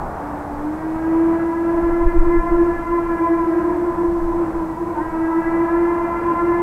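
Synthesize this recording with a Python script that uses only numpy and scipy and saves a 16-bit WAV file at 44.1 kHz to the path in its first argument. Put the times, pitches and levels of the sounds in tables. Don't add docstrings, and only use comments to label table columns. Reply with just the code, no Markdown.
import sys
import numpy as np
from scipy import signal
from scipy.fft import rfft, irfft, next_fast_len
from scipy.io import wavfile
from scipy.ndimage import uniform_filter1d, map_coordinates

SR = 44100
rng = np.random.default_rng(int(sys.argv[2]) if len(sys.argv) > 2 else 0)


def field_ratio(decibels):
    return 10 ** (np.asarray(decibels, dtype=float) / 20)


def waveform_to_disk(signal):
    frames = np.transpose(np.atleast_2d(signal))
    scaled = np.clip(frames, -1, 1) * 32767
    samples = np.round(scaled).astype(np.int16)
    wavfile.write(sys.argv[1], SR, samples)


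N = 291940

# [t/s, pitch f/Hz, steam pressure level/dB]
FIRST_BLAST = [(0.12, 286, -23), (0.26, 292.5, -13.5), (0.58, 292, -14.5), (0.8, 316.6, -6),
               (1.25, 330.1, -1.5), (2.1, 342.3, 0.5), (2.9, 342.1, 0), (3.46, 331.7, -2),
               (3.79, 304.8, -10)]
SECOND_BLAST = [(4.91, 292.5, -19), (4.95, 299.2, -7.5), (5.0, 302.4, -7.5), (5.03, 321.8, -7),
                (5.36, 328.7, -1.5), (5.6, 333.9, -0.5), (5.801, 342.5, -1.5), (6.199, 341.7, -3),
                (6.61, 345, 1)]


def whistle(rows, wobble, scatter, dull_db, fade_s):
    # [multiple, level at full pressure/dB, pressure sensitivity/(dB/dB), twinkle/dB]
    pipe_partials = [(1, -18, 0.95, 0), (2, -36.5, 1.1, 2.5), (3, -33, 0.9, 2.5), (4, -41.5, 1.2, 2.1),
                     (5, -41, 0.99, 1.6), (6, -47.5, 0.87, 1.7), (7, -60, 0.37, 1.2), (8, -66.5, 0.3, 1),
                     (9, -76.5, .6, 2.7)]
    t = np.arange(N) / SR
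    start_s, end_s = rows[0][0], rows[-1][0] + fade_s
    gate = np.clip(np.minimum(t - start_s, end_s - t) / fade_s, 0, 1)
    sounding = gate > 0
    size = np.sum(sounding)
    pitch_hz, pressure_db = (c[sounding] for c in in_time(rows))
    phase = 2 * np.pi * np.cumsum(pitch_hz * (1 + wobble * drift(13.1, size))) / SR
    partials = {}
    for k, full_db, follows, twinkle_db in pipe_partials:
        db = full_db + dull_db * np.log2(k) + follows * pressure_db + twinkle_db * drift(9.1, size)
        share = scatter * np.log(k)
        in_step = (1 + share * drift(17.2, size)) * np.sin(k * phase)
        out_of_step = share * drift(16, size) * np.cos(k * phase)
        wave = (in_step + out_of_step) / np.sqrt(0.5 + share ** 2)
        partials[k] = np.zeros(N)
        partials[k][sounding] = gate[sounding] * field_ratio(db) * wave
    return partials


def slope_echoes():
    # [t/s, pitch f/Hz, strength level/dB]
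    echo_curve = [(3.3, 344.5, -7.5), (3.55, 348.9, -3.5), (3.9, 346.9, -2), (4.06, 343.7, -2),
                  (4.2, 338, -5), (4.42, 343.2, -7.5), (4.6, 336, -17.5), (4.95, 341.4, -11.5),
                  (5.4, 337.4, -16.5)]
    last_curve = [(3.8, 316, -17.5), (4.2, 320.7, -21.5), (4.38, 328, -14), (4.5, 322, -19.5),
                  (4.7, 326, -10.5), (4.85, 324, -12.5), (4.98, 316.2, -15)]
    echo = whistle(echo_curve, wobble=0.004, scatter=0.36, dull_db=-4.0, fade_s=0.18)
    last = whistle(last_curve, wobble=0.0066, scatter=0.58, dull_db=0.0, fade_s=0.2)
    return {k: echo[k] + last[k] for k in echo}


def rays(partials):
    # [t/s, level/dB, length/s]
    fundamental_rays = [(0.45, -4, .04), (0.666, 6.5, .05), (0.801, -8.5, 0.035), (1.003, -3.5, 0.046),
                        (1.203, 5.5, 0.15), (1.39, -5.5, 0.018), (1.537, -7.5, 0.031), (2.115, -12, 0.02),
                        (2.21, -7, 0.027), (2.332, 3, 0.046), (2.45, -19.5, 0.04), (2.6, 4, .1),
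                        (2.831, -26.5, 0.074), (2.937, 6.5, .04), (3.183, -9, .03), (3.269, -15, .03),
                        (3.319, 6, .04), (3.937, -6.5, 0.053), (4.05, 6, .045), (4.146, -3.5, 0.024),
                        (4.556, -10.5, 0.066), (4.965, -11.5, 0.027), (5.09, -5, 0.051), (5.371, 2, 0.045),
                        (5.436, -5.5, .03), (5.669, -8, 0.026), (5.816, 5, 0.079), (6.14, -2.5, 0.09),
                        (6.35, -14, 0.043), (6.468, 1.5, 0.041)]
    # [t/s, multiple, level/dB, length/s]
    overtone_rays = [(1.271, 2, 5, 0.052), (1.8, 2, 4.5, 0.073), (2.533, 2, 8, 0.067), (2.77, 2, 9, .04),
                     (3.297, 2, 4.5, 0.12), (6.106, 2, 8.5, 0.048), (1.266, 3, 3.5, 0.065),
                     (2.376, 3, 3.5, 0.065), (2.8, 3, -8.5, 0.097), (2.934, 3, 8, 0.062),
                     (3.302, 3, 4.5, 0.1), (3.765, 3, 7, 0.039), (4.72, 3, 5.5, .06), (4.984, 3, 12.5, .05),
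                     (5.406, 3, 1.5, 0.079), (6.301, 3, 5.5, .2), (2.65, 4, 4.5, .15),
                     (5.296, 4, 4.5, 0.21), (6.3, 4, 5.5, .3), (0.969, 5, 6.5, 0.086),
                     (1.748, 5, 5.5, 0.082), (2.706, 5, 3.5, .08), (3.204, 5, 4.5, 0.23),
                     (5.064, 5, 8, 0.046), (5.652, 5, 7, 0.12), (6.35, 5, -6, 0.093),
                     (2.298, 6, -1.5, 0.16), (3.3, 6, 5.5, 0.18), (5.45, 6, 1.5, 0.16),
                     (3.297, 7, 6.5, 0.23)]
    rows = [(s, 1, db, length_s) for s, db, length_s in fundamental_rays] + list(overtone_rays)
    out = {}
    for k, tone in partials.items():
        swells = [(s, db, length_s) for s, multiple, db, length_s in rows if multiple == k]
        out[k] = tone * field_ratio(bumps(swells))
    return out


def haze(partials, flat, sway_s):
    # [f/Hz, decay t60/s, level/dB, build-up/s]
    valley_tail = [(340, 15, -6, 0.54), (660, 7.1, -2.5, 0.25), (1000, 11, 2, 0.071),
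                   (1710, 3.8, -6, 0.094), (2400, 2.6, -5.5, 0.039)]
    hz, t60_s, level_db, rise_s = np.transpose(valley_tail)
    t = np.arange(N) / SR
    coarse_s = t[::4]
    size, spectrum = next_fast_len(2 * len(coarse_s)), 0
    axis = np.log(hz)
    for k, tone in partials.items():
        at = np.log(k * hz[0])
        tail = rng.standard_normal(len(coarse_s)) * field_ratio(-60 * coarse_s / np.interp(at, axis, t60_s))
        tail = tail * (1 - np.exp(-(coarse_s / np.interp(at, axis, rise_s)) ** 2))
        tail = tail / np.sqrt(np.sum(tail ** 2)) * field_ratio(np.interp(at, axis, level_db))
        spectrum = spectrum + rfft(tone[::4], size) * rfft(tail, size)
    late_s = t * (1 - flat) + sway_s * drift(5.5)
    return map_coordinates(irfft(spectrum, size), [late_s * SR / 4], order=3, mode="nearest")


def gusts():
    # [t/s, level/dB, length/s]
    gust_events = [(0.034, -32, 0.062), (0.602, -33.5, 0.053), (0.966, -34, 0.033), (1.165, -41, 0.036),
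                   (1.765, -35, 0.035), (1.885, -21, 0.078), (2.055, -8.5, 0.034), (2.2, -8.5, 0.053),
                   (2.28, -16.5, .04), (2.387, -11.5, 0.029), (2.523, -18, 0.039), (2.628, -25, 0.087),
                   (2.772, -25, 0.044), (2.921, -30.5, 0.073), (3.093, -27, 0.05), (3.41, -31, .05),
                   (3.947, -33, .05), (4.093, -25.5, 0.032), (4.231, -22, 0.063), (4.36, -27.5, .06),
                   (4.584, -27, 0.054), (5.088, -36.5, 0.06), (5.227, -33.5, .05), (5.484, -35, 0.065),
                   (5.776, -33.5, 0.056), (6.0, -39, .04), (6.501, -38.5, 0.094)]
    # [f/Hz, density level/dB]
    gust_colour = [(8, -22), (14, 8), (28, -1.5), (42, -8), (60, -11.5), (90, -19.5), (130, -41),
                   (200, -57)]
    breeze_db, breeze_swing_db, side_db = -44.5, 2, -33
    breeze = field_ratio(breeze_db + breeze_swing_db * drift(3.4))
    level = breeze + bumps([(s, field_ratio(db), length_s) for s, db, length_s in gust_events])
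    mid, side = coloured(gust_colour), coloured(gust_colour)
    mid = mid / np.sqrt(uniform_filter1d(mid ** 2, size=SR // 10) + 0.42)
    return level * (mid + field_ratio(side_db) * side * [[1], [-1]])


def roar():
    # [f/Hz, density level/dB]
    roar_colour = [(40, 4), (100, -0.5), (250, 0), (500, -4), (800, -2), (1150, -7), (1500, -11.5),
                   (1900, -17), (2300, -23), (2900, -32), (3600, -43.5)]
    # [t/s, level/dB, length/s]
    traffic = [(0.2, 7.5, .8), (1.4, 0, 0.38), (2.9, -1.5, 0.37), (3.72, -1.5, .2), (4.2, 3, 0.28),
               (5.7, 2.5, 0.71)]
    roar_db, top_per_swell, top_per_pressure = -31.5, -0.086, 0.21
    swell_db = bumps(traffic)
    pressure_db = in_time(FIRST_BLAST + SECOND_BLAST)[1]
    noise = coloured(roar_colour)
    low, below_top = (signal.sosfiltfilt(signal.butter(2, hz, fs=SR, output="sos"), noise)
                      for hz in (640, 1350))
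    middle = field_ratio(swell_db) * (below_top - low)
    top = field_ratio(top_per_swell * swell_db + top_per_pressure * pressure_db) * (noise - below_top)
    return field_ratio(roar_db + 1.2 * drift(2.1)) * (low + middle + top)


def engine_drone():
    # [f/Hz, width/Hz, level/dB]
    drone_bands = [(184.8, 7.5, -46.5)]
    # [t/s, level/dB, length/s]
    pull = [(4.15, 6, .3)]
    out = np.zeros(N)
    for hz, width_hz, db in drone_bands:
        edges_hz = [hz - width_hz / 2, hz + width_hz / 2]
        band = signal.butter(1, edges_hz, "band", fs=SR, output="sos")
        tone = rms_one(signal.sosfilt(band, rng.standard_normal(N)))
        out = out + field_ratio(db - 1.5 + bumps(pull) + 1.7 * drift(1.1)) * tone
    return out


def preamplifier():
    # [f/Hz, density level/dB]
    hiss_colour = [(2400, -7), (3300, -1.5), (4500, -2.5), (7000, -3.5), (10000, -4.5), (13000, -6),
                   (15700, -8)]
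    # [f/Hz, level/dB]
    whine_lines = [(3085, -81), (3941, -85), (5562, -86), (7823, -85), (7882, -74), (11823, -88),
                   (15704, -90)]
    hiss_db, side_db = -58.5, -9
    t = np.arange(N) / SR
    mid, side = coloured(hiss_colour), coloured(hiss_colour)
    hiss = field_ratio(hiss_db) * (mid + field_ratio(side_db) * side * [[1], [-1]])
    whine = sum(np.sqrt(2) * field_ratio(db + 1.5 * drift(2.1)) * np.sin(2 * np.pi * hz * t)
                for hz, db in whine_lines)
    return hiss + whine


def rms_one(x):
    return x / np.sqrt(np.mean(x ** 2) + 1e-20)


def in_time(rows):
    s, *columns = np.transpose(rows)
    return [np.interp(np.arange(N) / SR, s, c) for c in columns]


def drift(rate_hz, size=N):
    r = np.exp(-80 * np.pi * rate_hz / SR)
    slow = signal.lfilter([1], [1, -2 * r, r * r], rng.standard_normal(N // 40 + 2002))[2000:]
    return np.interp(np.arange(size) / 40, np.arange(len(slow)), rms_one(slow))


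def bumps(rows):
    t = np.arange(N // 40 + 1) * 40 / SR
    out = np.zeros(len(t))
    for s, height, length_s in rows:
        out = out + height * np.exp(-((t - s) / length_s) ** 2)
    return np.interp(np.arange(N) / SR, t, out)


def coloured(spectrum):
    hz = np.maximum(np.fft.rfftfreq(N, 1 / SR), 1)
    points = np.array(spectrum)
    shape_db = np.interp(np.log(hz), np.log(points[:, 0]), points[:, 1], left=-90, right=-90)
    return rms_one(irfft(rfft(rng.standard_normal(N)) * field_ratio(shape_db), N))


def scene():
    first = whistle(FIRST_BLAST, wobble=0.0017, scatter=0.48, dull_db=0.0, fade_s=0.1)
    second = whistle(SECOND_BLAST, wobble=0.0019, scatter=0.39, dull_db=1.3, fade_s=0.087)
    echoes = slope_echoes()
    voices = rays({k: first[k] + second[k] + echoes[k] for k in first})
    valley = haze(voices, flat=0.008, sway_s=0.00026)
    return sum(voices.values()) + valley + roar() + engine_drone() + gusts()


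def roll_off(x):
    return signal.sosfilt(signal.butter(12, 15760, fs=SR, output="sos"), x)


def record(dry):
    mix = dry + preamplifier()
    return roll_off(mix)


dry = scene()
out = record(dry)
waveform_to_disk(out)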